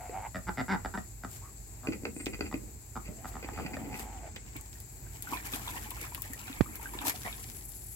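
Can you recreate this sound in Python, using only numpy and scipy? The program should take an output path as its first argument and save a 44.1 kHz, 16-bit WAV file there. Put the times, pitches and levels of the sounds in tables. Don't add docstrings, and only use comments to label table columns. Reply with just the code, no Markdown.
import sys
import numpy as np
from scipy import signal
from scipy.fft import rfft, irfft, next_fast_len
from scipy.io import wavfile
from scipy.ndimage import map_coordinates

SR = 44100
rng = np.random.default_rng(int(sys.argv[2]) if len(sys.argv) > 2 else 0)


def store_pcm(level_fs):
    pcm = np.round(np.clip(level_fs, -1, 1) * 32767).astype(np.int16)
    wavfile.write(sys.argv[1], SR, np.atleast_2d(pcm).T)


N = 350595
TIME = np.arange(N) / SR

# start_s, level_db, cavity_hz, click_db
PLOPS = [(.0945, -33.5, 435, -42), (1.8713, -30, 368, -26.5), (1.885, -22, 269, -33),
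         (1.9225, -40, 228, -33), (2.0341, -33.5, 267, -45), (2.053, -29.5, 390, -24),
         (2.067, -29.5, 395, -47), (2.164, -32, 292, -40), (2.2666, -25.5, 331, -24),
         (2.3915, -35, 336, -42), (2.408, -25, 342, -22), (2.541, -24, 280, -29.5),
         (3.088, -35.5, 179, -55), (3.649, -34, 156, -55)]
# peak_s, length_s, gurgle_db, squirt_db
STIRS = [(1.938, 0.017, -50, -41), (2.206, 0.012, -48, -44), (2.34, 0.018, -45, -44),
         (2.466, .02, -50, -46.5), (3.068, .032, -56, -53), (3.441, .024, -46.5, -47),
         (3.595, 0.11, -45, -49.5), (3.666, 0.0077, -59, -42.5), (3.741, 0.012, -34.5, -40),
         (3.85, 0.11, -45, -58.5), (3.946, 0.03, -54, -45.5), (4.365, 0.0061, -58, -42)]


def amp(db):
    return 10 ** (np.asarray(db) / 20)


def unit(x):
    return x / np.sqrt(np.mean(np.atleast_2d(x).mean(0) ** 2) + 1e-20)


def read(points, hz):
    f, value = np.transpose(points)
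    return np.interp(np.log(hz + 1), np.log(f + 1), value)


def level(rows, axis=1):
    rows = np.array(rows)
    return np.interp(TIME, rows[:, 0], amp(rows[:, axis]), left=0, right=0)


def swells(rows):
    t = TIME[::16]
    bells = sum(amp(db) * np.exp(-2 * np.minimum(((t - s) / length) ** 2, 20)) for s, length, db in rows)
    return np.interp(TIME, t, bells)


def wakes(rows, decay_s):
    t = TIME[::16]
    power = sum((t > s) * amp(db) ** 2 * np.exp(-2 * abs(t - s) / decay_s) for s, db in rows)
    return np.interp(TIME, t, np.sqrt(power))


def spells(rows, rise_s=0.34, fall_s=0.33):
    return sum(amp(db) * np.interp(TIME, [start - rise_s, start, end, end + fall_s], [0, 1, 1, 0])
               for start, end, db in rows)


def wander(hz):
    return unit(map_coordinates(rng.standard_normal(8000), [TIME * hz], order=2, mode="wrap"))


def colour(x, points):
    hz = np.fft.rfftfreq(x.shape[-1], 1 / SR) + 1
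    skirts = np.minimum(hz / points[0][0], 1) ** 4 * np.minimum(points[-1][0] / hz, 1) ** 8
    return irfft(rfft(x) * amp(read(points, hz)) * skirts, x.shape[-1])


def hiss(points):
    # frequency_hz, likeness (0-1)
    likeness = [(60, 0.84), (280, 1), (650, 0.46), (1400, 0), (16000, 0.0016)]
    size = next_fast_len(N)
    a, b = rfft(rng.standard_normal((2, size)))
    same = np.clip(read(likeness, np.fft.rfftfreq(size, 1 / SR)), -1, 1)
    pair = irfft([a, same * a + np.sqrt(1 - same ** 2) * b], size)
    return unit(colour(pair, points)[:, :N])


def add(mix, s, sound):
    part = mix[..., max(round(s * SR), 0):][..., :sound.shape[-1]]
    part += sound[..., :part.shape[-1]]


def ring(modes, t, rise=0.00082):
    return (1 - np.exp(-t / rise)) * sum(
        amp(db) * np.exp(-np.pi * width * t) * np.sin(2 * np.pi * hz * t) for hz, width, db in modes)


def resonate(x, hz, width):
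    turn = np.exp(2j * np.pi * np.cumsum(hz) / SR)
    r = np.exp(-np.pi * width / SR)
    return 2 * (turn * signal.lfilter([1 - r], [1, -r], x / turn + 1e-18)).real


def outdoors(x, wet_db, t60, left_db=0, left_lead=0):
    t = TIME[:SR // 3]
    tail = rng.standard_normal((2, len(t))) * amp(-60 * t / t60) * (t > .002)
    tail = signal.lfilter([1], [1, -.6], tail)
    tail /= np.linalg.norm(tail[0])
    left, right = x * np.ones((2, 1))
    direct = np.array([left, np.roll(right, round(left_lead * SR))])
    scatter = signal.oaconvolve(direct, tail, axes=1)[:, :N]
    return (direct + amp(wet_db) * scatter) * amp([[left_db / 2], [-left_db / 2]])


def clucks():
    # start_s, pulses, top_pitch_hz, level_db, swell_db (first to last pulse), open_db (bill opening),
    # then three throat resonances in hz
    calls = [(.3452, 5, 94.3, -32.5, -13, 5.5, 625, 1280, 1900),
             (0.4686, 5, 181, -30.5, 15.5, -0.5, 855, 1410, 2080),
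             (0.5729, 6, 130.1, -26, 6, 6, 725, 1370, 1980),
             (0.6814, 15, 196.6, -27.5, 1, 0.5, 865, 1470, 2065),
             (0.8474, 2, 100, -22.5, 0.5, 4, 775, 1400, 1900),
             (0.9387, 4, 197.5, -29.5, 3, -1, 890, 1450, 1880),
             (0.9746, 2, 104.1, -27, -4, 6, 745, 1270, 1860), (1.2354, 2, 89, -30, 4, -1, 734, 1340, 1970),
             (1.8329, 5, 129.6, -38.5, 4, -4, 690, 1170, 1700),
             (2.513, 2, 79.1, -29.5, 7.5, 2.5, 780, 1180, 1940),
             (2.9554, 3, 118.2, -29.5, 4.5, -4.5, 790, 1260, 1610),
             (3.2448, 2, 112.3, -30.5, 2.5, -0.5, 750, 1320, 1960),
             (3.34, 3, 76.1, -34.5, 7, 0.5, 765, 1260, 1880), (3.487, 1, 100, -28.5, 4, 4, 726, 1220, 1860),
             (3.5761, 3, 95.7, -28.5, 3, -3, 720, 1230, 1780), (3.7675, 1, 99, -27, 3, 5, 557, 1260, 1760)]
    # width_hz, level_db
    throat_modes = [(143, -0.5), (276, 5.5), (154, -6.5)]
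    # frequency_hz, width_hz, level_db
    chest = [(200, 136, 1), (427, 270, -6)]
    # frequency_hz, width_hz, level_db
    beak = [(2360, 190, -16), (2790, 260, -18), (3630, 420, -13.5), (4730, 250, -19), (5120, 280, -19.5)]
    pitch_top_at, arch_s = 0.34, .083
    arch_db_per_s = 86
    brighten, sag = 0.95, .04
    breath, jitter, shimmer_db = .04, .022, 1.3
    lag_cycles = .8
    out, t = np.zeros(N), TIME[:1500]
    for start, count, hz, db, swell_db, open_db, *resonances in calls:
        s, count = start, max(round(count), 1)
        length = (count - 1) / hz
        for k in range(count):
            along = k / max(count - 1, 1)
            effort_db = arch_db_per_s * length * np.sin(np.pi * along)
            gape_db = effort_db - arch_db_per_s * length / 2
            shift = 1 + sag * (.5 - along)
            lifts_db = [0, -open_db / 2, open_db + brighten * gape_db]
            throat = [(centre * shift, width, mode_db + lift_db)
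                      for centre, (width, mode_db), lift_db in zip(resonances, throat_modes, lifts_db)]
            body = amp(open_db / 2 + brighten * gape_db) * ring(beak, t)
            for centre, width, mode_db in chest + throat:
                centre *= 1 + jitter * rng.standard_normal()
                late = np.maximum(t - lag_cycles / centre, 0)
                body += ring([(centre, width, mode_db)], late, rise=.0017)
            pulse = breath * rng.standard_normal(len(t)) * np.exp(-t / .004)
            pulse[0] += 1
            pulse_db = 1.5 + db + swell_db * (along - .5) + effort_db + shimmer_db * rng.standard_normal()
            add(out, s, amp(pulse_db) * signal.fftconvolve(pulse, body))
            pitch_hz = hz * (1 - ((along - pitch_top_at) * length / arch_s) ** 2)
            s += (1 + jitter * rng.standard_normal()) / pitch_hz
    return outdoors(out, wet_db=-9, t60=0.18)


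def murmurs():
    # (time_s, pitch_hz, level_db, pulsed share 0-1)
    calls = [(-6, [(0, 722, -47, 0.35), (.13, 724, -47.5, .35), (.18, 765, -43, .75),
             (.215, 751, -45.5, 0.5), (.24, 810, -42.5, .95), (.263, 830, -37.5, 0.84),
             (.277, 720, -46, 1)]), (-9, [(1.415, 822, -63, 0.8), (1.445, 1074, -60, 0.5),
             (1.472, 1222, -57.5, .2), (1.497, 1065, -61, .2)]), (-5.5, [(3.08, 592, -51.5, .1),
             (3.15, 620, -60, 0.3), (3.24, 760, -57, 0.3), (3.33, 700, -62.5, .4), (3.43, 822, -55.5, .6),
             (3.8, 713, -52.5, .7), (3.93, 793, -52, 0.7), (4.03, 813, -54.5, .95), (4.17, 778, -52, 0.34),
             (4.23, 702, -51, 0.64), (4.3, 700, -57, 0.9)])]
    # frequency_hz, width_hz, level_db
    nasal = [(1500, 460, 0), (2010, 640, 6)]
    nasal_db, throat_width_hz = -11.5, 270
    edge_s, cycles_per_pulse = 0.00083, 7.2
    pitch_waver, pulse_waver, pulse_shimmer_db = .024, .055, 2
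    out = np.zeros(N)
    for air_db, curve in calls:
        s, pitch, db, pulsed = np.transpose(curve)
        t = np.arange(s[0], s[-1], 1 / SR)
        hz = np.interp(t, s, pitch) * (1 + pitch_waver * wander(40)[:len(t)])
        pulse_hz = hz / cycles_per_pulse * (1 + pulse_waver * wander(30)[:len(t)])
        cycles = np.cumsum(pulse_hz) / SR
        air, nose_air, strength = rng.standard_normal((3, len(t)))
        pulses = np.diff(np.floor(cycles), prepend=0) * amp(pulse_shimmer_db * strength)
        rasp, air = (unit(resonate(resonate(x, hz, throat_width_hz), hz, throat_width_hz))
                     for x in (pulses, air))
        nose = unit(signal.fftconvolve(unit(pulses) + nose_air, ring(nasal, TIME[:1000]))[:len(t)])
        share = np.clip(np.interp(t, s, pulsed), 0, 1) * np.pi / 2
        tone = np.sqrt(2) * np.sin(2 * np.pi * np.cumsum(hz) / SR)
        throat = unit(np.cos(share) * tone + np.sin(share) * rasp + amp(air_db) * air)
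        voice = throat + amp(nasal_db) * nose
        edges = np.minimum(np.minimum(t - s[0], s[-1] - t) / edge_s, 1)
        add(out, s[0], voice * edges * amp(np.interp(t, s, db)))
    return outdoors(out * amp(2 * wander(30)), wet_db=-10, t60=0.096)


def dabbling():
    # frequency_hz, width_hz, level_db
    bill_modes = [(766, 176, -3.5), (1550, 250, 0), (2135, 370, 11), (2465, 180, 4), (4720, 350, 2),
                  (5840, 1240, 8.5)]
    rattles_per_s, snap_wet = 590, 0.076
    out, t = np.zeros(N), TIME[:4000]
    bill = ring(bill_modes, t)
    for s, db, hz, click_db in PLOPS:
        snap = snap_wet * rng.standard_normal(len(t)) * np.exp(-t / 0.0027)
        snap[0] += 1
        snap = signal.fftconvolve(snap, bill)
        add(out, s, amp(click_db) * snap / abs(snap).max())
        pocket = [(hz, 80, 4), (hz * 1.15, 24, -8), (hz * 1.51, 110, -5), (hz * 2.03, 150, -12)]
        add(out, s + .0012, amp(db) * ring(pocket, t, rise=0.0011))
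    droplets = (rng.random(N) < rattles_per_s / SR) * rng.standard_normal(N)
    squirts = swells([(s, length, squirt_db) for s, length, _, squirt_db in STIRS])
    out += unit(signal.oaconvolve(droplets, bill)[:N]) * squirts
    return outdoors(out, wet_db=-9.5, t60=0.15, left_lead=.00013)


def bubble(hz, cycles, rise):
    age = TIME[:int(4 * cycles / hz * SR) + 2] * hz / cycles
    return np.sin(2 * np.pi * cycles * age * (1 + rise * age)) * np.exp(-age) * (1 - np.exp(-8 * age))


def bubbling(low_hz, high_hz, per_s, cycles, spread_db, count=96):
    out = np.zeros((2, N))
    sizes = [bubble(hz, cycles, rise=0.024) for hz in np.geomspace(low_hz, high_hz, count)]
    chances = np.random.default_rng(rng.integers(2 ** 30)).random((int(per_s * N / SR), 4))
    for when, size, loud, side in chances:
        ears = np.array([[np.cos(side * np.pi / 2)], [np.sin(side * np.pi / 2)]])
        gain = amp(spread_db * min(-np.log(loud), 3))
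        add(out, when * N / SR, ears * gain * sizes[int(size * count)])
    return unit(out)


def water():
    # peak_s, length_s, spray_db, bubbles_db
    splashes = [(1.344, 0.071, -53.5, -80), (3.286, .028, -52, -90), (3.994, 0.066, -49.5, -55),
                (4.562, 0.011, -77, -49), (5.247, 0.013, -52, -61), (5.335, 0.065, -48, -48.5),
                (5.461, .021, -48.5, -56.5), (5.547, 0.033, -44, -54), (5.704, 0.26, -51, -57.5),
                (6.031, 0.048, -50, -53), (6.847, 0.066, -57, -61), (6.942, .016, -49.5, -54.5),
                (7.02, 0.014, -47.5, -44), (7.08, 0.033, -32, -44.5), (7.258, 0.012, -62, -43.5)]
    # start_s, end_s, gurgle_db, bubbles_db, drops_db
    lapping = [(3.306, 4.38, -58.5, -63.5, -99), (4.526, 5.202, -100, -83, -73.5),
               (5.384, 6.493, -62, -56, -64), (6.74, 7.39, -58.5, -58.5, -73)]
    # frequency_hz, level_db
    boom_colour = [(75, 12), (125, -27), (170, -14.5)]
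    # frequency_hz, level_db
    bubble_colour = [(300, -57), (520, -23), (720, -6), (1050, -2.5), (1400, -5), (2300, 4.5), (3300, -3),
                     (4800, -22)]
    # frequency_hz, level_db
    drop_colour = [(1500, -2), (3000, 2), (5500, 5.5), (8500, 1.5), (12000, -2.5), (16000, 2.5)]
    # frequency_hz, level_db
    spray_colour = [(600, -0.5), (2500, -2), (5500, 0.5), (8000, 4.5), (10000, 2), (12500, 8),
                    (16000, -4.5)]
    churn_db, churn_s = -18.5, 0.083
    wake_db, wake_s = -5, 0.049
    fallout_db, fallout_s = -21.5, 0.5
    plunge_gurgle_db, boom_db = -2, -4

    lap_gurgle, lap_bubbles, lap_drops = (
        spells((start, end, levels[k]) for start, end, *levels in lapping) for k in range(3))
    plunge = swells([(s, length, db) for s, length, _, db in splashes])
    churn = wakes([(s, db + churn_db) for s, db, *_ in PLOPS], churn_s) + swells([row[:3] for row in STIRS])

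    gurgle = lap_gurgle + churn + amp(plunge_gurgle_db) * plunge
    deep = bubbling(179.3, 469, per_s=270, cycles=1.7, spread_db=3.5) * gurgle
    boom = hiss(boom_colour) * churn * amp(boom_db)

    swarm = bubbling(401.4, 4510, per_s=1700, cycles=6.5, spread_db=4.6)
    swarm = swarm + .26 * rng.standard_normal((2, N))
    clumps = amp(3.25 * wander(45))
    wake = wakes([(s, db + wake_db) for s, _, _, db in splashes], wake_s)
    slosh = unit(colour(swarm, bubble_colour)) * ((lap_bubbles + wake) * clumps + plunge)

    hits = (rng.random(N) < 1200 / SR) * amp(4.8 * np.minimum(rng.exponential(1, N), 4))
    drops = hits * rng.standard_normal((2, N))
    fallout = wakes([(s, db + fallout_db) for s, _, db, _ in splashes], fallout_s)
    patter = unit(colour(drops, drop_colour)) * (lap_drops + fallout) * clumps
    spray = hiss(spray_colour) * swells([row[:3] for row in splashes]) * amp(3.5 * wander(500))
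    return outdoors(deep + boom + slosh + patter + spray, wet_db=-12, t60=0.12, left_lead=.00024)


def plinks():
    # start_s, level_db, pitch_hz
    big_bubbles = [(4.754, -48.5, 1810), (5.066, -47, 1540), (5.272, -32.5, 1420), (5.323, -27, 1070),
                   (5.323, -30, 293), (5.332, -22.5, 973), (5.335, -35, 277), (5.535, -33, 252),
                   (5.675, -29, 976), (5.745, -37, 920), (5.916, -34, 990), (6.121, -38, 930),
                   (6.178, -36.5, 1040), (6.302, -37.5, 260), (6.333, -34.5, 1840), (6.499, -33, 250),
                   (6.66, -37, 1230), (6.796, -38.5, 874), (6.857, -29, 1530), (6.937, -35.5, 965),
                   (6.951, -32, 346), (7.017, -34, 990), (7.041, -33.5, 288), (7.054, -29, 925),
                   (7.068, -29, 760), (7.141, -37.5, 720), (7.249, -32, 1910), (7.252, -43, 470),
                   (7.262, -35, 1040), (7.272, -31, 683)]
    # start_s, peak_db
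    drips = [(5.371, -30), (5.536, -24), (5.679, -28.5), (6.479, -31.5), (6.528, -33), (6.988, -25),
             (7.162, -64), (7.214, -55), (7.246, -49), (7.29, -50), (7.327, -31)]
    # frequency_hz, width_hz, level_db
    drip_ring = [(1640, 410, 8.5), (2520, 240, 7), (3420, 170, 1), (3650, 340, 8)]
    ring_s, glide = 0.0046, 0.017
    out, t = np.zeros(N), TIME[:1000]
    for s, db, hz in big_bubbles:
        add(out, s, amp(db) * bubble(hz, cycles=hz * ring_s, rise=glide))
    for s, db in drips:
        burst = rng.standard_normal(len(t)) * np.exp(-t / 0.0013)
        tap = signal.fftconvolve(burst, ring(drip_ring, t, rise=0.00023))
        add(out, s, amp(db) * tap / abs(tap).max())
    return outdoors(out, wet_db=-8.5, t60=0.12, left_lead=0.00017)


def ticks():
    # start_s, level_db (before a common lift), low_db (gain of the knock against the bright part)
    cracks = [(2.259, -31.5, 8.5), (4.3613, -39.5, 10), (4.5653, -28, -6), (4.611, -33, -23),
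              (4.8022, -30, -27), (5.2234, -20.5, -36), (5.906, -25, -5), (6.1473, -20.5, -5),
              (6.22, -22, -28), (6.334, -26.5, -19), (6.756, -24.5, -18), (6.83, -31, -12)]
    lift_db = 3.5
    high = signal.butter(2, 7000, "high", fs=SR, output="sos")
    low = signal.butter(2, [2000, 7000], "band", fs=SR, output="sos")
    out, t = np.zeros((2, N)), TIME[:1024]
    for s, db, low_db in cracks:
        decay = np.exp(-t / 0.00043) + 0.076 * np.exp(-t / 0.002)
        crack = rng.standard_normal((2, len(t))) * decay
        bright, knock = signal.sosfilt(high, crack), signal.sosfilt(low, crack)
        add(out, s + 0.00048, amp(db + lift_db) * (bright + amp(low_db) * knock))
    return outdoors(out, wet_db=-3.0, t60=0.056)


def bump(s=6.6084, db=-4):
    out, t = np.zeros(N), TIME[:3000]
    thud = ring([(245, 240, 7), (83.5, 49, -5.5)], t, rise=.0001) - ring([(116, 67, -0.54)], t, rise=.0001)
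    scrape = signal.sosfilt(signal.butter(2, 2200, fs=SR, output="sos"), rng.standard_normal(len(t)))
    add(out, s, amp(db) * (thud + 0.24 * scrape * np.exp(-(t / 0.0064) ** 4)))
    return out * amp([[-17], [0]])


def chirp(start=2.125, length=0.15, db=-50):
    along = np.clip((TIME - start) / length, 0, 1)
    upper = np.sin(2 * np.pi * np.cumsum(8900 - 600 * along + 260 * wander(430)) / SR)
    lower = np.sin(2 * np.pi * np.cumsum(7750 - 350 * along + 130 * wander(400)) / SR)
    return outdoors(amp(db) * (upper + lower) * np.sin(np.pi * along), wet_db=2, t60=0.41)


def yard():
    # frequency_hz, level_db
    rumble_colour = [(35, -8), (48, 5.5), (70, 2), (115, 2), (160, -11), (240, -14.5), (400, -16.5),
                     (520, -26), (800, -20.5), (1200, -30), (1700, -27), (2500, -27), (3200, -40.5),
                     (4000, -38), (6000, -40)]
    # frequency_hz, level_db
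    cricket_colour = [(4500, -15), (5700, -18), (6800, -7.5), (7550, 1), (8000, -4), (8500, -18),
                      (9500, -17.5)]
    # time_s, buzz_db (low buzz), fizz_db (high fizz), before a common trim of each
    insects = [(0, -62, -68), (3.9, -63.5, -65), (4.35, -86, -74), (4.8, -62, -65), (5.6, -55.5, -61),
               (6.5, -54, -62), (7.2, -50.5, -63), (7.95, -47.5, -62)]
    # frequency_hz, level_db
    buzz_colour = [(8000, -3), (9500, -3.5), (10700, 7), (11400, 4.5), (12200, 2)]
    # frequency_hz, level_db
    fizz_colour = [(10500, -26), (12100, 0), (13200, 1), (14500, -8), (16000, -2.5)]
    rumble_db, crickets_db = -49, -57
    hum_hz, hum_db = 51.3, -49
    rumble = hiss(rumble_colour) * amp(rumble_db) * amp(0.9 * wander(9))
    hum = amp(hum_db + 2.1 * wander(6.9)) * np.sin(2 * np.pi * hum_hz * TIME + 0.27 * wander(4.1))
    crickets = hiss(cricket_colour) * amp(crickets_db + 0.76 * wander(40)) * amp([[1], [-1]])
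    buzz = hiss(buzz_colour) * level(insects) * amp(-3.5 + 2.4 * wander(90))
    fizz = hiss(fizz_colour) * level(insects, axis=2) * amp(2.5 + 1.3 * wander(130))
    return (rumble + hum) * amp([[-.8], [.8]]) + crickets + buzz + fizz


def scene():
    return clucks() + murmurs() + dabbling() + water() + plinks() + ticks() + bump() + chirp() + yard()


def record(dry):
    edge_hz = 15950
    hz = np.fft.rfftfreq(N, 1 / SR)
    # frequency_hz, level_db
    balance = [(2500, -0.5), (5000, 1.0), (7600, 6.5), (9000, -4.5), (11000, 8), (12500, 14.0), (15000, 24)]
    lean = amp(read(balance, hz))
    ears = np.array([lean, np.ones(len(hz))]) * np.sqrt(2 / (1 + lean ** 2))
    low_cut = 1 / (1 + (38 / (hz + 1)) ** 8)
    heard = irfft(rfft(dry) * ears * low_cut, N)
    band_limit = signal.firwin(511, edge_hz, window=("kaiser", 9), fs=SR)
    return signal.oaconvolve(heard, band_limit[None], "same")


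dry = scene()
out = record(dry)
store_pcm(out)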